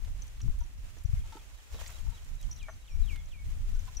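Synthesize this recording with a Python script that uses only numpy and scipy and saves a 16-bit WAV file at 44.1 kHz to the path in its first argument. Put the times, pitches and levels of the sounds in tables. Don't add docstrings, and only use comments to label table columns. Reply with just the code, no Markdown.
import sys
import numpy as np
from scipy import signal
from scipy.fft import rfft, irfft, next_fast_len
from scipy.io import wavfile
from scipy.ndimage import uniform_filter1d, map_coordinates

SR = 44100
rng = np.random.default_rng(int(sys.argv[2]) if len(sys.argv) > 2 else 0)


def invert_db(level):
    return 10 ** (np.asarray(level, dtype=float) / 20)


def wrap_up_sound(samples):
    columns = np.atleast_2d(samples).T
    tamed = np.clip(columns, -1, 1)
    steps = np.round(tamed * 32767).astype(np.int16)
    wavfile.write(sys.argv[1], SR, steps)


N = 176400


def unit(x):
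    return x / np.sqrt(np.mean(x ** 2) + 1e-20)


def along(points, hz):
    f, v = np.transpose(points)
    return np.interp(np.log(hz + 1), np.log(f + 1), v)


def curve(rows):
    return np.interp(np.arange(N) / SR, *np.transpose(rows))


def wobble(rate):
    knots = rng.standard_normal(int(N * rate / SR) + 4)
    return map_coordinates(knots, [np.arange(N) * rate / SR])


def filtered(x, response):
    m = next_fast_len(x.shape[-1] + 8192)
    spectrum = rfft(x, m) * response(np.fft.rfftfreq(m, 1 / SR))
    return irfft(spectrum, m)[..., :x.shape[-1]]


def add(track, s, x):
    i = round(s * SR)
    part = track[..., max(i, 0):max(i + x.shape[-1], 0)]
    part += x[..., max(-i, 0):][..., :part.shape[-1]]


def glide(pitch_hz):
    return np.sin(2 * np.pi * np.cumsum(pitch_hz) / SR)


def pair(source, spectrum):
    # frequency_hz, correlation
    likeness = [(250, 1), (600, 0.81), (1500, -0.22), (8000, -0.048)]

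    def mid_side(hz):
        turn = np.arccos(np.clip(along(likeness, hz), -1, 1)) / 2
        return invert_db(along(spectrum, hz)) * [np.cos(turn), np.sin(turn)]

    mid, side = filtered(source, mid_side)
    return unit(np.array([mid + side, mid - side]))


def wind():
    # time_s, level_db
    breeze = [(0, -37.5), (.6, -39), (.8, -39), (1.2, -38), (1.45, -46.5), (1.68, -50.5), (1.74, -37.5),
              (2.4, -40.5), (2.8, -41.5), (3.1, -37), (3.35, -37), (3.6, -38.5), (4, -38.5)]
    # frequency_hz, density_db
    rumble = [(12, -25), (20, 20), (71, 13.5), (184, -12), (300, -19.5), (600, -42.5)]
    # time_s, level_db, half_width_s, top_hz (if it flutters)
    gusts = [
        [(.04, -30, .04), (.465, -31, .026, 160), (.612, -40, .013), (1.18, -30, .04), (2.03, -30, .02),
         (2.085, -25, .025), (2.96, -27, .03), (3.02, -20, .035), (3.55, -33, .06), (3.74, -26, .06),
         (3.99, -30, .02)],
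        [(.21, -34, .04), (.56, -32, .06), (2.48, -34, .025), (3.63, -30, .04)],
    ]
    # time_s, level_db, half_width_s, rate_hz
    shedding = (.449, -25, .016, 105)
    # time_s, peak_db, half_width_s (sign: push or pull first)
    eddies = [(.497, -15, -.008), (.4905, -20, -.002), (.6145, -18, .0045), (1.0555, -13, .003),
              (1.096, -18, .0032), (1.138, -11.5, -.0025)]
    usual_top_hz, fall_db_per_octave = 60.2, 23.5

    slow = np.array([wobble(9.04), wobble(9.156)])
    quick = np.array([wobble(30.09), wobble(29.7)])
    lumpy = invert_db(4.17 * slow + 2.2 * quick) * rng.standard_normal((2, N))
    out = invert_db(curve(breeze)) * unit(filtered(lumpy, lambda hz: invert_db(along(rumble, hz))))

    t = np.arange(-SR // 4, SR // 4) / SR
    for port, rows in enumerate(gusts):
        for s, db, width, *top in rows:
            top_hz = top[0] if top else usual_top_hz

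            def colour(hz):
                fall_db = fall_db_per_octave / 2 * np.log2(1 + (hz / top_hz) ** 2)
                return (hz > 18) * invert_db(-fall_db)

            gust = filtered(rng.standard_normal(len(t)), colour) * np.exp(-(t / width) ** 2 / 2)
            add(out[port], s + t[0], invert_db(db) * unit(gust) * np.sqrt(4.03 * width))

    s, db, width, hz = shedding
    train = np.cos(2 * np.pi * hz * t) * np.exp(-(t / width) ** 4 / 2)
    add(out[0], s + t[0], invert_db(db) * train)
    for s, db, width in eddies:
        add(out[0], s + t[0], invert_db(db) * t / width * np.exp(-(t / width) ** 2 / 2))
    return out * np.minimum(np.arange(N) / SR / 0.0031, 1)


def soil():
    # time_s, level_db
    effort = [(0, -1), (.43, -2.5), (.8, -4), (1.2, 1), (1.712, -1), (1.735, 9.5), (1.93, 8.5), (2.02, 2),
              (2.5, 0.5), (2.8, -6.5), (3.12, 3), (3.4, -6.5), (3.7, 1.5), (4, 3.5)]
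    # frequency_hz, density_db
    crumble = [(200, -19.5), (600, -4.5), (1250, -3.5), (3000, -4), (4700, -8), (7000, -4), (8800, -13),
               (15500, -15.5)]
    grains_per_s, spread_db, top_db = 5000, 3, 13
    hit, size, sign = rng.random((3, 2, N))
    strength = invert_db(np.minimum(-spread_db * np.log(size), top_db))
    grains = (hit < grains_per_s / SR) * strength * np.sign(sign - .5)
    level_db = -62.5 + curve(effort) + 2 * wobble(55)
    lean_right_db = np.array([[-1.5], [1.5]])
    return invert_db(level_db + lean_right_db) * pair(grains, crumble)


def puffs(rows):
    out, t = np.zeros((2, N)), np.arange(SR // 8) / SR
    for s, db, hz, *width in rows:
        octaves = width[0] if width else 1.35
        t60_s = 0.043 * (1000 / hz) ** 0.27
        crack = 8 * (np.arange(len(t)) == SR // 1000)
        source = rng.standard_normal(len(t)) + crack
        puff = unit(filtered(source, lambda f: np.exp(-(np.log2((f + 1) / hz) / octaves) ** 2)))
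        fade = invert_db(db - 7.0 - 60 * t / t60_s + [[-.7], [.7]])
        add(out, s, fade * puff * (1 - np.exp(-t / 0.001)))
    return out


def clods():
    # start_s, peak_db, centre_hz, width_octaves (if unusual)
    breaks = [(.047, -60, 3500), (0.191, -50.5, 1500), (.269, -50, 8000), (.373, -49.5, 1490),
              (0.404, -40.5, 2000), (0.588, -48, 7950), (.966, -47, 280, .7), (1.0363, -47, 9000),
              (1.324, -43, 3270), (1.354, -37, 360, .6), (1.743, -39.5, 494), (1.787, -41.5, 547),
              (1.813, -39, 790), (1.862, -36.5, 4600, .7), (1.8736, -37, 7400), (1.891, -40.5, 905),
              (1.902, -43.5, 7100), (1.921, -44, 10000), (2.413, -45, 6300, .4), (2.413, -48, 12500, .3),
              (2.6284, -43.5, 5400, .6), (3.0578, -49, 7000), (3.159, -41, 1900), (3.8527, -46, 7200, .2),
              (3.9484, -45, 4000), (3.996, -37.5, 504)]
    return puffs(breaks)


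def pebbles():
    # start_s, peak_db, centre_hz, width_octaves
    snaps = [(.047, -46, 2500, 2), (.485, -40.5, 338, 0.25), (.612, -51, 345, 0.16), (.645, -52, 350, .15),
             (.966, -49, 1200, 1.5), (1.3915, -46.5, 3230, .12), (1.7278, -52, 6100, 0.33),
             (1.7408, -45.5, 3980, .6), (1.84, -47, 1900, .3), (1.879, -36, 7200, 0.27),
             (1.88, -46, 2500, .3), (1.905, -47.5, 1900, .4), (1.935, -50, 4000, 0.94),
             (1.9914, -48, 8800, .25), (2.1011, -48, 7800, .6), (2.2468, -48, 7000, 0.72),
             (2.353, -49, 6800, 0.28), (2.427, -43, 6300, .5), (2.4902, -51, 7300, .2),
             (2.492, -50.5, 1000, 0.88), (2.737, -53, 4600, .3), (3.1597, -48, 9000, 1.2),
             (.075, -47, 700, 1.5), (1.511, -50, 1500, .8), (1.588, -50, 1200, 1), (1.755, -43, 500, .6),
             (3.585, -51, 6500, .4), (3.75, -50, 6000, .4), (3.852, -51, 5000, .2), (.2205, -48, 5200, .4),
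             (.279, -49, 7500, .4), (.416, -47, 6800, .6), (.433, -49, 6000, .5), (1.862, -44, 1900, .4)]
    return puffs(snaps)


def bell():
    # start_s, peak_db, pitch_hz
    strokes = [(0.2214, -42.5, 6120), (0.28, -51.5, 6000), (0.416, -44.5, 5880), (0.607, -50, 5970),
               (0.637, -51.5, 5920), (0.9856, -53.5, 5970), (1.057, -53, 5800), (2.5138, -38.5, 5800),
               (2.5292, -43, 5920), (2.563, -48, 5780), (2.589, -52.5, 5770), (3.2585, -54.5, 5980),
               (3.749, -56, 5900), (3.7942, -49, 6060), (3.9594, -53, 5950), (3.97, -35.5, 5830)]
    # pitch_ratio, level_db
    side_modes = [
        (1.12, -11),
        (.92, -19),
    ]
    out, t = np.zeros(N), np.arange(SR // 5) / SR
    for s, db, hz in strokes:
        t60_s = .036 * invert_db(.35 * (db + 40.5))
        ring = np.sin(2 * np.pi * hz * t) * invert_db(-60 * t / t60_s)
        for ratio, side_db in side_modes:
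            fade = invert_db(side_db + rng.normal(0, 3) - 60 * t / .022)
            ring = ring + fade * np.sin(2 * np.pi * hz * ratio * t)
        attack = 1 - np.exp(-t / .0004)
        add(out, s - .001, invert_db(db + 3.0) * ring * attack)
    return out


def timber(rows, body, slips_per_s):
    out, n, count = np.zeros(N), SR // 6, np.arange(16)
    loss_hz = 35
    for s, db, length, ratio in rows:
        rate = slips_per_s * ratio
        gap, size = rng.standard_normal((2, 16))
        at = (count + .05 * gap * (count > 0)) / rate
        strength = invert_db(2 * size - .6 * count) * np.clip((length - at) * rate + 1, 0, 1)
        slips = np.bincount(np.round(at * SR).astype(int), strength, n)[:n]

        def resonances(f):
            total = 0
            for k, (centre, width, mode_db) in enumerate(body):
                damping = 1j * f * (width + loss_hz)
                total = total + (-1) ** k * invert_db(mode_db) * damping / ((centre * ratio) ** 2 - f * f + damping)
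            return total

        ring = filtered(slips, resonances)
        add(out, s, invert_db(db) * ring / np.abs(ring).max())
    return out


def yoke():
    # start_s, level_db, length_s, pitch_ratio
    creaks = [(.477, -54, .004, 1.04), (.609, -51, .016, 1.05), (1.236, -56, .028, 1), (1.322, -43, .01, 1),
              (1.339, -46, .012, 1), (1.368, -42.5, .005, 1), (2.064, -54, .013, 1),
              (2.119, -54, .016, 1.02), (3.877, -45.5, .011, 1.12)]
    knock = [(2.684, -36.5, 0.0138, 0.92)]
    # centre_hz, width_hz, level_db
    yoke_modes = [(690, 70, -8), (902, 10, 0), (1300, 15, -5), (1536, 15, -14), (3080, 40, -13),
                  (3720, 60, -16), (4600, 60, -18)]
    beam_modes = [(694, 48, 0.5), (990, 190, -7), (1210, 53, -1), (1520, 100, -3), (1956, 78, -3.5)]
    return timber(creaks, yoke_modes, 451) + timber(knock, beam_modes, 225)


def bird(shape, calls):
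    out, (at, hz, db) = np.zeros(N), np.transpose(shape)
    for s, call_db, *change in calls:
        ratio, tail, fall = change or (1, 1, 1)
        when = at * np.where(at < 0, fall, tail)
        t = np.arange(when[0], when[-1], 1 / SR)
        pitch = uniform_filter1d(np.interp(t, when, hz * ratio), size=150, mode="nearest")
        add(out, s + t[0], invert_db(call_db + 2 + np.interp(t, when, db)) * glide(pitch))
    return out * invert_db(2.2 * wobble(60))


def far_notes():
    # start_s, length_s, from_hz, to_hz, level_db
    notes_far = [(1.154, 0.037, 2215, 2030, -62), (1.201, 0.011, 3390, 3150, -62),
                 (1.213, 0.02, 2650, 2100, -65), (1.386, 0.069, 2280, 2790, -68),
                 (2.977, 0.074, 2380, 2350, -67), (3.147, 0.031, 3810, 3480, -66),
                 (3.175, 0.043, 3450, 3300, -62.5), (3.198, 0.013, 2240, 2150, -57),
                 (3.495, .035, 2200, 2250, -65), (3.755, .028, 1500, 1480, -63),
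                 (3.97, .03, 2700, 2600, -65)]
    out = np.zeros(N)
    for s, length, from_hz, to_hz, db in notes_far:
        n = int(length * SR)
        add(out, s, invert_db(db + 1.5) * np.sqrt(np.hanning(n)) * glide(np.linspace(from_hz, to_hz, n)))
    return out


def birds():
    # time_from_knee_s, pitch_hz, level_db
    whistle_shape = [(-.08, 4250, -17), (-.052, 3720, -8), (-.041, 3600, -22), (-.028, 3400, -7),
                     (-.006, 2950, 0), (.007, 2380, 1), (.04, 2180, -1), (.092, 2130, -4),
                     (.102, 2100, -30)]
    cheep_shape = [(-.06, 3900, -20), (-.035, 3880, -8), (-.022, 3850, -6), (-.014, 3500, -14),
                   (0, 3200, 0), (.012, 2650, -16)]
    seep_shape = [(-.05, 6920, -14), (-.018, 6270, -6), (0, 6030, 2.5), (.025, 6180, 0.5), (.052, 6220, -1),
                  (.058, 6200, -19)]
    # knee_s, level_db, then if varied pitch_ratio, tail_stretch, fall_stretch
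    whistle_calls = [(2.613, -58, 1.04, 1, .68), (2.885, -63, 1.075, .9, .42), (3.098, -53.5, 1, 1, 1),
                     (3.33, -59.5, 1.035, 1.06, .64)]
    cheep_calls = [(1.604, -61.5), (1.795, -56), (1.988, -58.5), (2.182, -57.5), (2.437, -57), (2.64, -61),
                   (2.854, -63.5), (3.102, -66)]
    seep_calls = [(1.835, -66, 1.01, .7, .5), (2.7, -64, 1, 1, .85), (2.92, -66, .918, .8, 1.2)]
    song = bird(whistle_shape, whistle_calls) + bird(cheep_shape, cheep_calls)
    return song + bird(seep_shape, seep_calls) + far_notes()


def echo(x):
    t = np.arange(SR // 2) / SR
    tail = rng.standard_normal((2, len(t))) * invert_db(-60 * t / 0.33)
    return signal.fftconvolve(x[None], tail / np.linalg.norm(tail[0]), axes=1)[:, :N]


def fields():
    # frequency_hz, density_db
    hush = [(130, -28), (220, -9.5), (400, -9.5), (958, -10.5), (2500, -7), (4600, -14.5), (6600, -12.5),
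            (15500, -23)]
    level_db = -62.5 + 0.16 * wobble(3.02) + 1.42 * wobble(14)
    return invert_db(level_db) * pair(rng.standard_normal((2, N)), hush)


def scene():
    wood, chime, lumps, song = yoke(), bell(), clods(), birds()
    near = wood * invert_db([[.4], [-.4]]) + chime * invert_db([[1.2], [-1.2]])
    near = near + lumps + song * invert_db([[-.6], [.6]])
    ground = wood + chime + lumps.mean(axis=0)
    wet = echo(invert_db(-13.5) * ground + invert_db(-7) * song)
    return near + wet + wind() + fields() + soil() + pebbles()


def low_pass(x):
    return signal.sosfilt(signal.butter(12, 15690, fs=SR, output="sos"), x)


def record(dry):
    mix = filtered(dry, lambda hz: hz < 15700)
    return low_pass(mix)


dry = scene()
out = record(dry)
wrap_up_sound(out)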